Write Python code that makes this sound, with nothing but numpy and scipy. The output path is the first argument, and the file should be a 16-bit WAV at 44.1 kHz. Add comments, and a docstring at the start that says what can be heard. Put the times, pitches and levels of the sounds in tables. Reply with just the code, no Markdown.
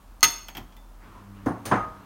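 """A small, hard room, close to a steel brewing kettle. A metal part clanks against the kettle, ringing
its modes, then rebounds and rattles to rest. Later two dull, heavy knocks make the wall boom, with the
thin clink of a loose fitting between them. The room rings after each blow; under it all lie a soft
wash of moving liquid, a motor hum and a low rumble."""
import sys
import numpy as np
from scipy import signal
from scipy.fft import irfft, next_fast_len
from scipy.io import wavfile
from scipy.ndimage import uniform_filter1d

SR = 44100
rng = np.random.default_rng(int(sys.argv[2]) if len(sys.argv) > 2 else 0)


def master_out(mix):
    """Clip the mix to full scale and print it as 16-bit PCM to the path in sys.argv[1]."""
    frames = np.transpose(np.atleast_2d(mix))
    ceiling = np.clip(frames, -1, 1)
    pcm = np.round(ceiling * 32767).astype(np.int16)
    wavfile.write(sys.argv[1], SR, pcm)


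N = 90404
T = np.arange(N) / SR
BANDS_HZ = 1000 * 2 ** (np.arange(-15, 13) / 3)


# Hard blows: t/s, ring/dB, clusters/dB, crack/dB, body/dB, quick-stage T60/s
CLANKS = [(0.208, -42, -30.5, -40, -46, 0.012), (.2291, 1, 3, 3.5, -14, 0.073),
          (.2418, -14, -1, -1, -21.5, 0.027)]
# Clear steel modes: f/Hz
STEEL_HZ = [927, 1247, 2017, 2612, 3503, 4333, 6377, 6448, 6527, 14045]
# Per steel mode: level/dB, T60/s
STEEL_MODES = [(-27.5, 0.22), (-14.5, 0.12), (-16, 0.18), (-23.5, 0.08), (-32, 0.52), (-13, 0.075),
               (-20.5, 0.21), (-15, 0.13), (-38, 0.23), (-35, .12)]
# Low body modes, shared with knocks(): f/Hz
BODY_HZ = [112, 202, 308, 422, 637, 716, 873, 934, 1016, 1090, 1125, 1169, 1696]
# Per body mode: level/dB, T60/s
BODY_MODES = [(-28.5, 0.58), (-27, 0.41), (-18.5, 0.18), (-31.5, .22), (-39, 0.73), (-27.5, 0.34),
              (-38.5, 0.11), (-40, 0.9), (-22.5, 0.22), (-23, 0.11), (-34, 0.66), (-37.5, 0.1),
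              (-32.5, 0.21)]
# Beating mode clusters: f/Hz, width/Hz, quick stage/dB, long stage/dB
CLUSTERS = [(1270, 95, -32, -46), (2636, 120, -27.5, -45.5), (4396, 110, -22, -38), (5330, 190, -20, -43),
            (6450, 160, -7, -32), (8980, 83, -22, -57), (9300, 141, -28.5, -50), (12000, 110, -22, -49.5),
            (12830, 140, -28.5, -62), (13700, 300, -31.5, -59)]
# Crack of dense modes, third octaves: f/Hz, level/dB
CRACK_SPECTRUM = [(60, -57.5), (250, -40.5), (600, -47), (1250, -28.5), (2800, -22.5), (5000, -23),
                  (8000, -33.5), (10300, -40), (12700, -29), (16000, -23.5)]

def clanks(waver_db=3.5, long_t60_s=0.5):
    """Each hard blow cracks and rings the steel: a quick decay, then a faint long shimmer."""
    steel = sum(ring([(hz, db, t60)]) * undb(waver_db * drift(rate_hz=70)[:SR])
                for hz, (db, t60) in zip(STEEL_HZ, STEEL_MODES))
    body = ring((hz, db, t60) for hz, (db, t60) in zip(BODY_HZ, BODY_MODES))
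    body = swell(body, rise_s=0.03)  # the heavy body answers late
    out = 0
    for t, ring_db, cluster_db, crack_db, body_db, quick_t60_s in CLANKS:
        quick, long = fade(quick_t60_s), fade(long_t60_s)
        shimmer = sum(cluster(hz, width) * (undb(quick_db) * quick + undb(long_db) * long)
                      for hz, width, quick_db, long_db in CLUSTERS)
        crack = dense_modes(per_band(CRACK_SPECTRUM), t60_1khz_s=0.11, damping=0.35)
        ringing = undb(ring_db) * steel + undb(cluster_db) * shimmer + undb(body_db) * body
        out += at(t, ringing) + at(t, undb(crack_db) * crack)
    return out


# Soft blows: t/s, thud/dB, contact cutoff/Hz, ring/dB
KNOCKS = [(1.4609, -0.5, 1020, -8), (1.498, -21, 830, -19.5), (1.7131, 7, 1680, 1.5)]
# Thud before the contact dulls it, third octaves: f/Hz, level/dB
THUD_SPECTRUM = [(32, -63.5), (55, -50), (110, -48), (150, -38.5), (280, -29.5), (380, -36.5), (700, -30),
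                 (1020, -27.5), (1300, -29.5), (1700, -29.5), (2300, -39), (4000, -40.5), (8000, -33.5),
                 (15000, -45.5)]
# Wall giving way: t/s, f/Hz, level/dB, T60/s
BOOMS = [(1.4674, 274, -11, 0.071), (1.4662, 112.4, -19.5, 0.12), (1.506, 269, -13.5, 0.037),
         (1.506, 177, -26.5, 0.183), (1.717, 271, -21, 0.067)]

def knocks(rise_s=0.0017, liquid_drag_hz=256):
    """Soft, heavy contacts boom and wake the low modes; the liquid damps the thud's bass."""
    out = sum(at(t, swell(ring([(hz, db, t60)]), rise_s=0.0021)) for t, hz, db, t60 in BOOMS)
    for t, thud_db, cutoff_hz, ring_db in KNOCKS:
        contact = lambda hz: 1 / np.hypot(1, (hz / cutoff_hz) ** 2)
        gains = per_band(THUD_SPECTRUM) * contact(BANDS_HZ)
        thud = dense_modes(gains, t60_1khz_s=0.4, damping=0.17, drag_hz=liquid_drag_hz)
        body = sum(contact(hz) * ring([(hz, db, t60)]) for hz, (db, t60) in zip(BODY_HZ, BODY_MODES))
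        out += at(t, undb(thud_db) * swell(thud, rise_s)) + at(t, undb(ring_db) * swell(body, rise_s))
    return out


def wall_bloom(t_s=1.76):
    """The wall's main note swells as the last knock dies away."""
    note = undb(-17) * np.sin(2 * np.pi * 1244 * T[:SR]) * fade(t60_s=0.38)
    return at(t_s, swell(note, rise_s=0.035))


# Light taps: t/s, level/dB, bass/dB, treble/dB
TAPS = [(0.484, -2.5, -1.5, 5.5), (0.5504, -2.5, 7.5, -2), (0.5697, 0, 6.5, 2.5), (.579, -5, 13.5, 1),
        (0.723, -20.5, 6, -1), (.7665, -20.5, -1, 10)]
# Clack, third octaves: f/Hz, level/dB
CLACK_SPECTRUM = [(80, -58), (130, -61.5), (200, -50), (450, -62), (800, -46), (1500, -49.5), (2600, -44),
                  (3300, -57), (4400, -51), (6400, -53.5), (10000, -62), (14000, -49.5)]
# Pings after some taps: t/s, f/Hz, level/dB, T60/s
PINGS = [(.5692, 12800, -39, 0.057), (.5692, 12550, -45, .04), (.7665, 3525, -57.5, 0.25),
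         (.7665, 2018, -59, 0.18)]

def rattle(tick_db=3, clink_db=-39):
    """The part rattles to rest: each tap is a sharp-edged clack and a bright clink; a few ping."""
    out = sum(at(t, ring([(hz, db, t60)])) for t, hz, db, t60 in PINGS)
    for t, db, bass_db, treble_db in TAPS:
        colour = per_band([(400, bass_db), (1400, 0), (3300, 0), (12000, treble_db)])
        clack = dense_modes(per_band(CLACK_SPECTRUM) * colour, t60_1khz_s=0.16, damping=0.24)
        tick = 1 + undb(tick_db) * fade(t60_s=0.0091, size=len(clack))
        clink = cluster(hz=3230, width_hz=260) * fade(t60_s=0.078)
        out += at(t, undb(db) * clack * tick) + at(t, undb(db + clink_db) * clink)
    return out


# Clinks: t/s, ring/dB, scrape/dB
CLINKS = [(1.459, -11, -11), (1.6534, 1, 3.5)]
# Fitting's mode clusters: f/Hz, width/Hz, level/dB, T60/s
FITTING_MODES = [(6350, 100, -49.5, 0.49), (9280, 91, -42.5, 0.28), (12700, 160, -59, .22)]
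# Scrape, third octaves: f/Hz, level/dB
SCRAPE_SPECTRUM = [(100, -50), (280, -47.5), (500, -45), (1100, -44), (3000, -49), (6000, -44.5),
                   (9500, -51), (15000, -45)]

def fitting_clinks():
    """A small loose fitting scrapes and rings thinly."""
    out = 0
    for t, ring_db, scrape_db in CLINKS:
        ringing = sum(undb(db) * cluster(hz, width) * fade(t60) for hz, width, db, t60 in FITTING_MODES)
        scrape = dense_modes(per_band(SCRAPE_SPECTRUM), t60_1khz_s=0.37, damping=0.37)
        out += at(t, undb(ring_db) * ringing) + at(t, undb(scrape_db) * swell(scrape, rise_s=0.0017))
    return out


def room(x, level_db=-15.5):
    """Diffuse reflections of a small, hard room."""
    tail = dense_modes(np.sqrt(BANDS_HZ), t60_1khz_s=0.49, damping=0.08)
    tail = swell(tail, rise_s=0.0096)
    return undb(level_db) * signal.fftconvolve(x, tail / np.linalg.norm(tail))[:N]


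# Moving liquid, third octaves: f/Hz, level/dB
WASH_SPECTRUM = [(60, -62.5), (130, -65), (280, -58.5), (450, -64), (750, -66.5), (1100, -53.5),
                 (1800, -65.5), (3000, -68.5), (6000, -78), (15000, -83.5)]
# Wash envelope: t/s, level/dB
WASH_LEVEL = [(0, -18), (.98, -20), (1.04, -2), (1.17, -1), (1.28, -7), (1.45, -3), (2.05, -2.5)]

def liquid_wash(flicker_db=0.7):
    """Moving liquid: a soft, flickering wash that rises halfway."""
    flicker = undb(flicker_db * np.array([drift(rate_hz=14) for _ in BANDS_HZ]))
    return curve(WASH_LEVEL) * (per_band(WASH_SPECTRUM) @ (band_noise(N) * flicker))


# Swishes: crest t/s, half length/s, f/Hz, width/Hz, level/dB
SWISHES = [(1.04, 0.031, 1890, 600, -60), (1.169, 0.036, 1040, 150, -50.5), (1.387, .04, 2680, 500, -64.5)]

def swishes():
    """Brief, soft swells of the liquid's surface."""
    return sum(undb(db) * cluster(hz, width, size=131072)[:N] * np.exp(-((T - t) / half_s) ** 2)
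               for t, half_s, hz, width, db in SWISHES)


# Motor harmonics: multiple, level/dB
HUM_PARTIALS = [(1, 7.5), (2, 7), (3, -3)]
# Hum envelope: t/s, level/dB
HUM_LEVEL = [(0, -73.5), (1.0, -75), (1.17, -66), (1.3, -55.5), (1.45, -56.5), (1.8, -68), (2.05, -60.5)]

def motor_hum():
    """A motor's low harmonics, swelling in the second half."""
    phase = wandering_phase(hz=98.5, spread=0.008, rate_hz=8.7)
    return np.sqrt(2) * curve(HUM_LEVEL) * sum(undb(db) * np.sin(k * phase) for k, db in HUM_PARTIALS)


# Rumble envelope: t/s, level/dB
RUMBLE_LEVEL = [(0, -49.5), (.1, -48.5), (.6, -48.5), (.95, -46.5), (1.2, -55.5), (1.45, -50.5), (1.8, -71),
                (2.05, -63)]

def rumble():
    """A deep, unsteady tone that sinks near the end."""
    return np.sqrt(2) * curve(RUMBLE_LEVEL) * np.sin(wandering_phase(hz=40.2, spread=0.021, rate_hz=10))


# Room air, third octaves: f/Hz, level/dB
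AIR_SPECTRUM = [(30, -66.5), (70, -63.5), (130, -78.5), (250, -67), (450, -73), (1100, -63), (2000, -75.5),
                (4000, -75.5), (9000, -75), (15000, -72.5)]

def room_air():
    """Faint, steady broadband noise."""
    return per_band(AIR_SPECTRUM) @ band_noise(N)


def ring(modes):
    """Decaying sines from rows of f/Hz, level/dB, T60/s."""
    return sum(undb(db) * np.sin(2 * np.pi * hz * T[:SR]) * fade(t60) for hz, db, t60 in modes)


def cluster(hz, width_hz, size=SR):
    """Close modes around one pitch, beating at random; unit RMS."""
    shape = np.exp(-((np.arange(size // 2 + 1) * SR / size - hz) / width_hz) ** 2)
    x = irfft(shape * np.exp(2j * np.pi * rng.random(len(shape))), size)
    return x / x.std()


def dense_modes(gains, t60_1khz_s, damping, drag_hz=0, build_cycles=1.1, size=32768):
    """Unresolved modes: low ones build later, high ones die sooner; drag cuts T60, most in the bass."""
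    hz = BANDS_HZ[:, None]
    t60_s = t60_1khz_s * (hz / 1000) ** -damping / (1 + drag_hz / hz)
    build = 1 - np.exp(-T[:size] * hz / build_cycles)
    return gains @ (band_noise(size) * fade(t60_s, size) * build)


def band_noise(size):
    """Third-octave noise bands, each of unit RMS."""
    n_fft = next_fast_len(size, real=True)
    octaves = np.log2(np.maximum(np.arange(n_fft // 2 + 1) * SR / n_fft, 1) / BANDS_HZ[:, None])
    shape = np.cos(np.pi / 2 * np.clip(3 * octaves, -1, 1))
    bands = irfft(shape * np.exp(2j * np.pi * rng.random(shape.shape)), n_fft)
    return (bands / bands.std(axis=1, keepdims=True))[:, :size]


def drift(rate_hz):
    """Smooth random drift with a spread near 1."""
    step = int(SR / rate_hz)
    return uniform_filter1d(np.repeat(rng.standard_normal(N // step + 1), step), step)[:N]


def wandering_phase(hz, spread, rate_hz):
    """Phase of a tone whose pitch drifts by about the fraction spread."""
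    return 2 * np.pi * np.cumsum(hz * (1 + spread * drift(rate_hz))) / SR


def undb(db):
    """Decibels to gain."""
    return 10 ** (np.asarray(db) / 20)


def curve(points):
    """Gain over time from rows of t/s, level/dB."""
    return undb(np.interp(T, *np.array(points).T))


def per_band(points):
    """Band gains from rows of f/Hz, level/dB."""
    hz, db = np.array(points).T
    return undb(np.interp(np.log(BANDS_HZ), np.log(hz), db))


def fade(t60_s, size=SR):
    """Exponential decay, 60 dB in t60_s."""
    return np.exp(-np.log(1000) * T[:size] / t60_s)


def swell(x, rise_s):
    """Soften the onset."""
    return x * (1 - np.exp(-T[:len(x)] / rise_s))


def at(t_s, x):
    """Place a sound in the scene."""
    return np.pad(x, (int(t_s * SR), N))[:N]


def scene():
    """The blows in the room, over liquid, hum, rumble and air."""
    blows = clanks() + rattle() + knocks() + fitting_clinks()
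    foreground = blows + room(blows) + wall_bloom()
    background = liquid_wash() + room_air() + rumble() + motor_hum() + swishes()
    return (foreground + background)[None]


def record(dry, low_cut_hz=32, top_hz=15900, ceiling=0.84):
    """The recorder drops the deepest bass, rounds the loudest peaks and cuts the top."""
    highpass = signal.ellip(8, 0.5, 60, low_cut_hz, "high", fs=SR, output="sos")
    lowpass = signal.ellip(8, 0.2, 70, top_hz, fs=SR, output="sos")
    rounded = ceiling * np.tanh(signal.sosfilt(highpass, dry) / ceiling)
    return signal.sosfilt(lowpass, rounded)


dry = scene()
out = record(dry)
master_out(out)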